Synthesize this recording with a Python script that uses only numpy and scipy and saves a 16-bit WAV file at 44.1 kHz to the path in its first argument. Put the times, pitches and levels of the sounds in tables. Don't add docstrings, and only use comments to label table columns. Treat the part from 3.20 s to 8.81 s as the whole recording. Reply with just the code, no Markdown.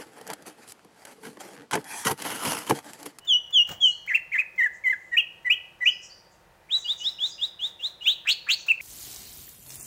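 import sys
import numpy as np
from scipy import signal
from scipy.fft import rfft, irfft
from scipy.io import wavfile
from scipy.ndimage import uniform_filter1d, minimum_filter1d

SR = 44100
rng = np.random.default_rng(int(sys.argv[2]) if len(sys.argv) > 2 else 0)


def int16_out(signal):
    q = np.round(np.clip(np.atleast_2d(signal).T, -1, 1) * 32767)
    wavfile.write(sys.argv[1], SR, q.astype(np.int16))


N = 247401

OVERLAP_S = 0.004
STEADY = 0.003


def amp(db):
    return 10 ** (np.asarray(db) / 20)


def unit(x):
    return x / np.sqrt(np.mean(x ** 2) + 1e-20)


def read(points, hz):
    f, value = np.transpose(points)
    return np.interp(np.log(hz + 1), np.log(f + 1), value)


def add(mix, s, sound):
    part = mix[max(round(s * SR), 0):][:len(sound)]
    part += sound[:len(part)]


def noise(colour):
    spectrum = rfft(rng.standard_normal(N))
    weight = amp(read(colour, np.fft.rfftfreq(N, 1 / SR)))
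    return unit(irfft(spectrum * weight, N))


def waver(size, rate_hz):
    hz = np.fft.rfftfreq(8192, 1 / SR)
    spectrum = rfft(rng.standard_normal(8192))
    return np.resize(unit(irfft(spectrum / (1 + (hz / rate_hz) ** 4))), size)


def gesture(note, jitter, jitter_hz, fade=0.0036):
    s, pitch, level = note
    t = np.arange(len(pitch)) / SR
    ends = np.sin(np.pi / 2 * np.clip(np.minimum(t, t[-1] - t) / fade, 0, 1)) ** 2
    return s, pitch * np.exp(jitter * waver(len(t), jitter_hz)), level * ends


def swell(length, db, attack, release, curve):
    u = np.linspace(0, 1, round(length * SR))
    ramps = np.minimum(u / attack, 1) * np.minimum((1 - u) / release, 1)
    return u, amp(db) * ramps ** curve


def glide(s, length, pitches, db, attack, release, curve=1, ease=0):
    u, level = swell(length, db, attack, release, curve)
    arc = np.polyfit(np.linspace(0, 1, len(pitches)), pitches, len(pitches) - 1)
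    return s, np.polyval(arc, u - ease * u ** 10 / 10), level


def terrace(x, echo_db, tail_db, build=0.059):
    # delay/s, level before echo_db/dB
    echoes = [(.0062, -29.5), (0.0097, -16.5), (0.016, -36), (0.0232, -20), (.031, -28.5), (0.041, -24.5)]
    # f/Hz, time to decay by 60 dB/s
    decay_times = [(500, 0.11), (2000, .52), (3000, 0.47), (5000, 0.64), (8000, 0.26), (15000, 0.55)]
    t = np.arange(SR) / SR
    hz, frame_s, z = signal.stft(rng.standard_normal(SR), SR, nperseg=256)
    decay = amp(-60 * frame_s / read(decay_times, hz)[:, None])
    tail = signal.istft(z * decay, SR, nperseg=256)[1][:SR]
    tail *= np.minimum(t / build, 1)
    response = amp(tail_db) * tail / np.linalg.norm(tail)
    response[0] += 1
    for delay, db in echoes:
        response[round(delay * SR)] += amp(db + echo_db)
    return signal.fftconvolve(x, response)[:N]


def hush():
    # f/Hz, relative level per Hz/dB
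    air_colour = [(21, -39), (35, -6), (184, -6), (276, -19.5), (330, -6.5), (437, -12.5), (496, -6),
                  (938, -11), (1180, -13.5), (2020, -13.5), (2180, -22.5), (2350, -16.5), (3440, -23.5),
                  (15500, -33.5)]
    # f/Hz, rms level/dB
    hum = [(774, -76), (921, -71.5)]
    t = np.arange(N) / SR
    sound = amp(-59) * noise(air_colour)
    for hz, db in hum:
        sound += amp(db) * np.sqrt(2) * np.sin(2 * np.pi * hz * t)
    return sound


def perch():
    # t/s, level/dB, decay to 1/e/s
    clicks = [(0.048, -51, 0.016), (0.307, -47, 0.0061), (.474, -44.5, 0.013), (.49, -37, 0.017),
              (.513, -40, 0.021), (0.864, -47.5, 0.0092), (1.36, -55, 0.0091), (2.23, -60.5, 0.0061),
              (2.589, -67.5, 0.0094), (5.465, -44, 0.042)]
    # f/Hz, relative level per Hz/dB
    click_colour = [(150, -14), (700, 5), (1800, 6), (4500, -4.5), (6800, 4.5), (9000, -9), (12000, -17),
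                    (15000, 2)]
    # t/s, level/dB
    thud = [(0.473, -71.5), (.5, -46), (0.517, -41.5), (.535, -53), (.57, -57.5), (0.679, -71)]
    # f/Hz, relative level per Hz/dB
    thud_colour = [(40, -21.5), (85, -4.5), (125, -1), (250, -11), (450, -15.5), (720, -5), (1000, -14.5),
                   (2000, -34.5), (4000, -56.5)]
    t = np.arange(N) / SR
    strokes = np.zeros(N)
    for s, db, decay in clicks:
        add(strokes, s, amp(db) * np.exp(-t[:SR // 4] / decay))
    s, db = np.transpose(thud)
    weight = np.interp(t, s, amp(db), left=0, right=0)
    return strokes * noise(click_colour) + weight * noise(thud_colour)


def thin_tones(notes, jitter, jitter_hz):
    song = np.zeros(N)
    for note in notes:
        start, hz, level = gesture(note, jitter, jitter_hz)
        add(song, start, level * np.sin(2 * np.pi * np.cumsum(hz) / SR))
    return song


def far_bird():
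    # t/s, length/s, first, middle and last f/Hz, level at the bird/dB
    whistle_rows = [ (.612, 0.03, 5600, 5900, 5700, -46), (.705, .075, 4000, 4380, 4100, -43),
                    (2.703, 0.079, 4830, 5120, 5060, -42.5), (2.823, 0.06, 5900, 5800, 5830, -43.5),
                    (2.823, .062, 5500, 5170, 5260, -45.5), (2.896, 0.067, 4490, 4770, 4640, -43.5),
                    (3.638, 0.054, 4650, 4790, 4730, -41), (3.835, 0.054, 4700, 5380, 5090, -36.5),
                    (4.108, 0.061, 4710, 5035, 5060, -39)]
    # t/s, length/s, centre f/Hz, level at the bird/dB
    buzz_rows = [(0.599, .12, 6610, -39), (1.518, 0.061, 6900, -55), (1.6, 0.43, 6930, -66),
                 (2.636, 0.055, 6100, -40.5), (2.804, 0.074, 6600, -47.5), (3.1, .052, 6850, -60.5),
                 (3.547, 0.096, 6550, -43), (3.766, 0.071, 6450, -41), (4.037, 0.082, 6400, -40.5),
                 (5.349, 0.086, 6350, -44)]
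    whistles = [glide(s, length, pitches, db, attack=0.13, release=0.59)
                for s, length, *pitches, db in whistle_rows]
    buzzes = [glide(s, length, [hz], db, attack=0.37, release=0.25)
              for s, length, hz, db in buzz_rows]
    return thin_tones(whistles, jitter=0.015, jitter_hz=350) + thin_tones(buzzes, jitter=0.092, jitter_hz=600)


def fading():
    # t/s, length/s, f/Hz, level/dB
    s, length, hz, db = (0, 0.9, 2949.5, -49.5)
    note = glide(s, length, [hz], db, attack=0.05, release=0.7)
    return thin_tones([note], jitter=0.02, jitter_hz=200)


def leafbird(notes, overtone_db, slope_db, brighten, half_db, air_db, air_power, fuzz_db, fuzz_hz,
             jitter, jitter_hz, fade, linger, flicker_db=4):
    # f/Hz, gain/dB
    beak = [(1000, -2.5), (1400, -4), (3000, 4.5), (4200, -16.5), (5200, -16.5), (5900, -8), (7300, 0.5),
            (8600, -14.5), (10500, -13.5), (12800, -10.5), (14700, 3), (16000, -1)]
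    # f/Hz, relative level per Hz/dB
    air_colour = [(300, -10.5), (900, 0.5), (2500, -2), (4700, -3.5), (7000, 0.5), (9000, -9),
                  (11500, -17.5), (13500, -14.5), (15200, -5), (16000, -7)]
    song, flow = np.zeros(N), np.zeros(N)
    for note in notes:
        start, hz, level = gesture(note, jitter, jitter_hz, fade)
        phase = 2 * np.pi * np.cumsum(hz) / SR
        force_db = 20 * np.log10(level / amp(-16.5) + 1e-6)
        octave_db = np.minimum(slope_db + brighten * force_db, 0)
        tone = np.sin(phase)
        for half in (1, *range(3, 17)):
            k = half / 2
            line_db = overtone_db + octave_db * max(np.log2(k / 2), 0)
            line_db += half_db * (half % 2) + read(beak, k * hz)
            line_db += flicker_db * waver(len(hz), 56)
            audible = k * hz < SR / 2
            tone += amp(line_db) * audible * np.sin(k * phase)
        rush = amp(air_power * force_db)
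        fuzz = waver(len(hz), fuzz_hz) * np.sin(phase) + waver(len(hz), fuzz_hz) * np.cos(phase)
        add(song, start, level * tone + amp(fuzz_db) * rush * fuzz)
        add(flow, start, rush)
    keep = np.exp(-1 / (linger * SR))
    hiss = signal.lfilter([1 - keep], [1, -keep], flow) * noise(air_colour)
    return song + amp(air_db) * hiss


def fall(s, length, first_hz, low_hz, turn_s, db, release):
    u, level = swell(length, db, attack=0.33, release=release, curve=1.22)
    swing = np.cos(np.pi / 2 * (u * length / turn_s) ** 0.88) ** 2
    return s, low_hz + (first_hz - low_hz) * swing, level


def chatters():
    # t/s, level of the strokes/dB, crest f/Hz, crest level/dB
    chatter_rows = [(.873, -19, 2767, -10.5), (1.115, -18, 2560, -16)]
    # delay/s, length/s, first, middle and last f/Hz, level relative to the strokes/dB
    stroke_rows = [(.001, 0.027, 1940, 2400, 2790, -8), (.015, .048, 2310, 1884, 1600, -2.5),
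                   (.037, .022, 2150, 2040, 1980, -3), (.058, .052, 1675, 2600, 1679, -1)]
    crest_delay_s, crest_s, crest_rise_hz = 0.073, 0.019, 129
    for s, db, crest_hz, crest_db in chatter_rows:
        for delay, length, *pitches, stroke_db in stroke_rows:
            yield glide(s + delay, length, pitches, db + stroke_db, attack=0.33, release=0.7, curve=0.63)
        crest = [crest_hz - crest_rise_hz, crest_hz]
        yield glide(s + crest_delay_s, crest_s, crest, crest_db, attack=0.36, release=0.45)


def warbles(gain_db=3):
    # t/s, f/Hz, level before gain_db/dB
    warble_rows = [
        [(1.378, 2110, -34.5), (1.396, 2050, -20), (1.412, 1862, -19.5), (1.424, 1863, -20.5),
         (1.432, 2089, -22), (1.444, 1900, -17.5), (1.452, 2040, -30), (1.462, 1770, -20), (1.472, 1667, -26.5),
         (1.479, 1665, -35.5)],
        [(1.637, 2180, -43), (1.641, 2205, -33.5), (1.665, 2034, -21), (1.683, 1999, -16.5), (1.691, 1998, -23),
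         (1.699, 2122, -23.5), (1.711, 2020, -18.5), (1.723, 2023, -24), (1.733, 1697, -24), (1.746, 1613, -37)],
    ]
    for rows in warble_rows:
        s, hz, db = np.transpose(rows)
        s = np.sort(s)
        t = np.arange(s[0], s[-1], 1 / SR)
        yield s[0], np.interp(t, s, hz), np.interp(t, s, amp(db + gain_db))


def hooks():
    hook_rows = [(1.965, 1938, -20, 0.016, -12, .037, 2916, 2762, 2386, -11.5),
                 (2.296, 2011, -19, .021, -10, 0.035, 2700, 2958, 2684, -14),
                 (2.654, 2006, -20, .019, -11.5, .038, 2680, 2990, 2770, -11)]
    coo_s, coo_wave_hz = 0.052, (-170, 3.5, -69, 0)
    step_hz = (2174, 2810)
    join_share, join_hz, join_db = 0.4, (3173, 3200, 2930), -24.5
    for s, coo_hz, coo_db, step_s, step_db, arch_s, *pitches, db in hook_rows:
        top = s + step_s - OVERLAP_S
        coo = np.add(coo_hz, coo_wave_hz)
        yield glide(s - coo_s, coo_s + OVERLAP_S, coo, coo_db, attack=0.48, release=0.45, curve=1.3)
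        yield glide(s, step_s, step_hz, step_db, attack=0.58, release=0.3)
        yield glide(top, arch_s, pitches, db, attack=0.077, release=0.76)
        yield glide(top + join_share * arch_s, (1 - join_share) * arch_s, join_hz, join_db,
                    attack=0.37, release=0.24)


def chirps():
    # t/s, length/s, first, middle and last f/Hz, level/dB
    chirp_rows = [(5.481, .015, 2400, 2700, 3050, -17), (5.493, .03, 2600, 2697, 2374, -12),
                  (5.598, .03, 1756, 2540, 2700, -28)]
    return [glide(s, length, pitches, db, attack=0.4, release=0.11)
            for s, length, *pitches, db in chirp_rows]


def rises():
    rise_rows = [ (3.503, 0.08, 2826, 3880, 3664, -17, 0.015, 2190, -44.5),
                 (3.672, 0.064, 3035, 3587, 4014, -19.5, 0.029, 2955, -29),
                 (3.838, 0.064, 3094, 3660, 4110, -19.5, 0.04, 2940, -31.5),
                 (3.997, 0.08, 3247, 3532, 4260, -19.5, 0.013, 2790, -32.5),
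                 (4.209, 0.052, 3090, 3650, 4050, -19, 0.029, 2810, -37),
                 (4.406, 0.072, 3035, 3525, 4010, -22, .016, 2930, -34.5),
                 (4.622, 0.058, 3080, 3700, 4310, -22, 0.033, 2770, -38.5),
                 (4.834, 0.079, 3080, 3660, 3890, -25, 0.027, 2870, -34.5)]
    lead_step_hz, lead_sag_hz = 50, 79
    for s, length, *pitches, db, lead_s, lead_hz, lead_db in rise_rows:
        end_hz = pitches[0] - lead_step_hz
        scoop = [lead_hz, (lead_hz + end_hz) / 2 - lead_sag_hz, end_hz]
        yield glide(s - lead_s, lead_s + OVERLAP_S, scoop, lead_db, attack=0.49, release=0.3, curve=0.72)
        yield glide(s, length, pitches, db, attack=0.52, release=0.38, curve=0.84, ease=1.0)


def shrill():
    # t/s, length/s, (first, middle and last f/Hz), level/dB
    sweep = (4.854, 0.089, (2150, 3510, 4030), -13)
    return [glide(*sweep, attack=0.29, release=0.71, curve=1.19)]


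def rasps():
    # t/s, length/s, level/dB, lag of the second side/s, its level/dB
    rasp_rows = [(5.071, .067, -19.5, .016, -15), (5.286, .066, -20, .011, -18.5)]
    rasp_hz, trail_hz, growl_hz = (2330, 3190, 4150, 4320), (2416, 3296, 3440), (1480, 1770, 2210)
    growl_s, growl_db = 0.026, -35
    for s, length, db, lag, trail_db in rasp_rows:
        yield glide(s - growl_s + OVERLAP_S, growl_s, growl_hz, growl_db, attack=0.84, release=0.069)
        yield glide(s, length, rasp_hz, db, attack=0.059, release=0.2)
        yield glide(s + lag, length - lag, trail_hz, trail_db, attack=0.045, release=0.98, curve=1.37)


def near_song():
    # t/s, length/s, first f/Hz, lowest f/Hz, time to the lowest/s, level/dB,
    # release as a share of the length, overtone level/dB
    fall_rows = [ (0.07, .112, 3610, 2909, 0.081, -14.5, 0.15, -17.5),
                 (0.324, 0.12, 3528, 2842, 0.087, -12, 0.25, -21.5),
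                 (0.602, 0.13, 3390, 2896, .098, -11, 0.63, -26)]
    song = np.zeros(N)
    for *row, overtone_db in fall_rows:
        song += leafbird([fall(*row)], overtone_db=overtone_db, slope_db=-22.5, brighten=0.2, half_db=-44.5,
                         air_db=-73.5, air_power=0.51, fuzz_db=-56.5, fuzz_hz=350,
                         jitter=0.0024, jitter_hz=250, fade=0.0031, linger=0.005)
    song += leafbird(chatters(), overtone_db=-27.5, slope_db=-8, brighten=0.1, half_db=-9.5,
                     air_db=-57, air_power=0.68, fuzz_db=-36, fuzz_hz=373,
                     jitter=0.013, jitter_hz=300, fade=0.0017, linger=0.004)
    song += leafbird([*hooks(), *chirps()], overtone_db=-28, slope_db=-8.5, brighten=0.15, half_db=-9,
                     air_db=-65.5, air_power=0.5, fuzz_db=-42, fuzz_hz=320,
                     jitter=0.0053, jitter_hz=250, fade=0.0038, linger=0.004)
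    song += leafbird(warbles(), overtone_db=-30.5, slope_db=-6.5, brighten=0.083, half_db=-5.5,
                     air_db=-61, air_power=0.23, fuzz_db=-47, fuzz_hz=318,
                     jitter=STEADY, jitter_hz=253.4, fade=0.003, linger=0.004)
    song += leafbird(rises(), overtone_db=-25.5, slope_db=-26, brighten=0.5, half_db=-16,
                     air_db=-47.5, air_power=0.27, fuzz_db=-47.5, fuzz_hz=460,
                     jitter=STEADY, jitter_hz=400, fade=0.0025, linger=0.029)
    song += leafbird(shrill(), overtone_db=-22, slope_db=-8.5, brighten=0.11, half_db=-17,
                     air_db=-65, air_power=0.27, fuzz_db=-39.5, fuzz_hz=500,
                     jitter=0.0087, jitter_hz=500, fade=0.0028, linger=0.008)
    song += leafbird(rasps(), overtone_db=-11.5, slope_db=-13, brighten=0.57, half_db=-18.5,
                     air_db=-50.5, air_power=0.5, fuzz_db=-31, fuzz_hz=650,
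                     jitter=0.028, jitter_hz=523, fade=0.002, linger=0.0025)
    return song + fading()


def scene():
    near = terrace(near_song() + perch(), echo_db=2.0, tail_db=-19)
    far = amp(-4.5) * terrace(far_bird(), echo_db=13, tail_db=-5.5)
    return (near + far + hush())[None]


def record(dry, ceiling_db=-9):
    gain = np.minimum(1, amp(ceiling_db) / (abs(dry) + 1e-9))
    gain = uniform_filter1d(minimum_filter1d(gain, size=180), size=180)
    low_pass = signal.firwin(511, 15900, window=("kaiser", 9), fs=SR)
    return signal.oaconvolve(dry * gain, low_pass[None], "same")


dry = scene()
out = record(dry)
int16_out(out)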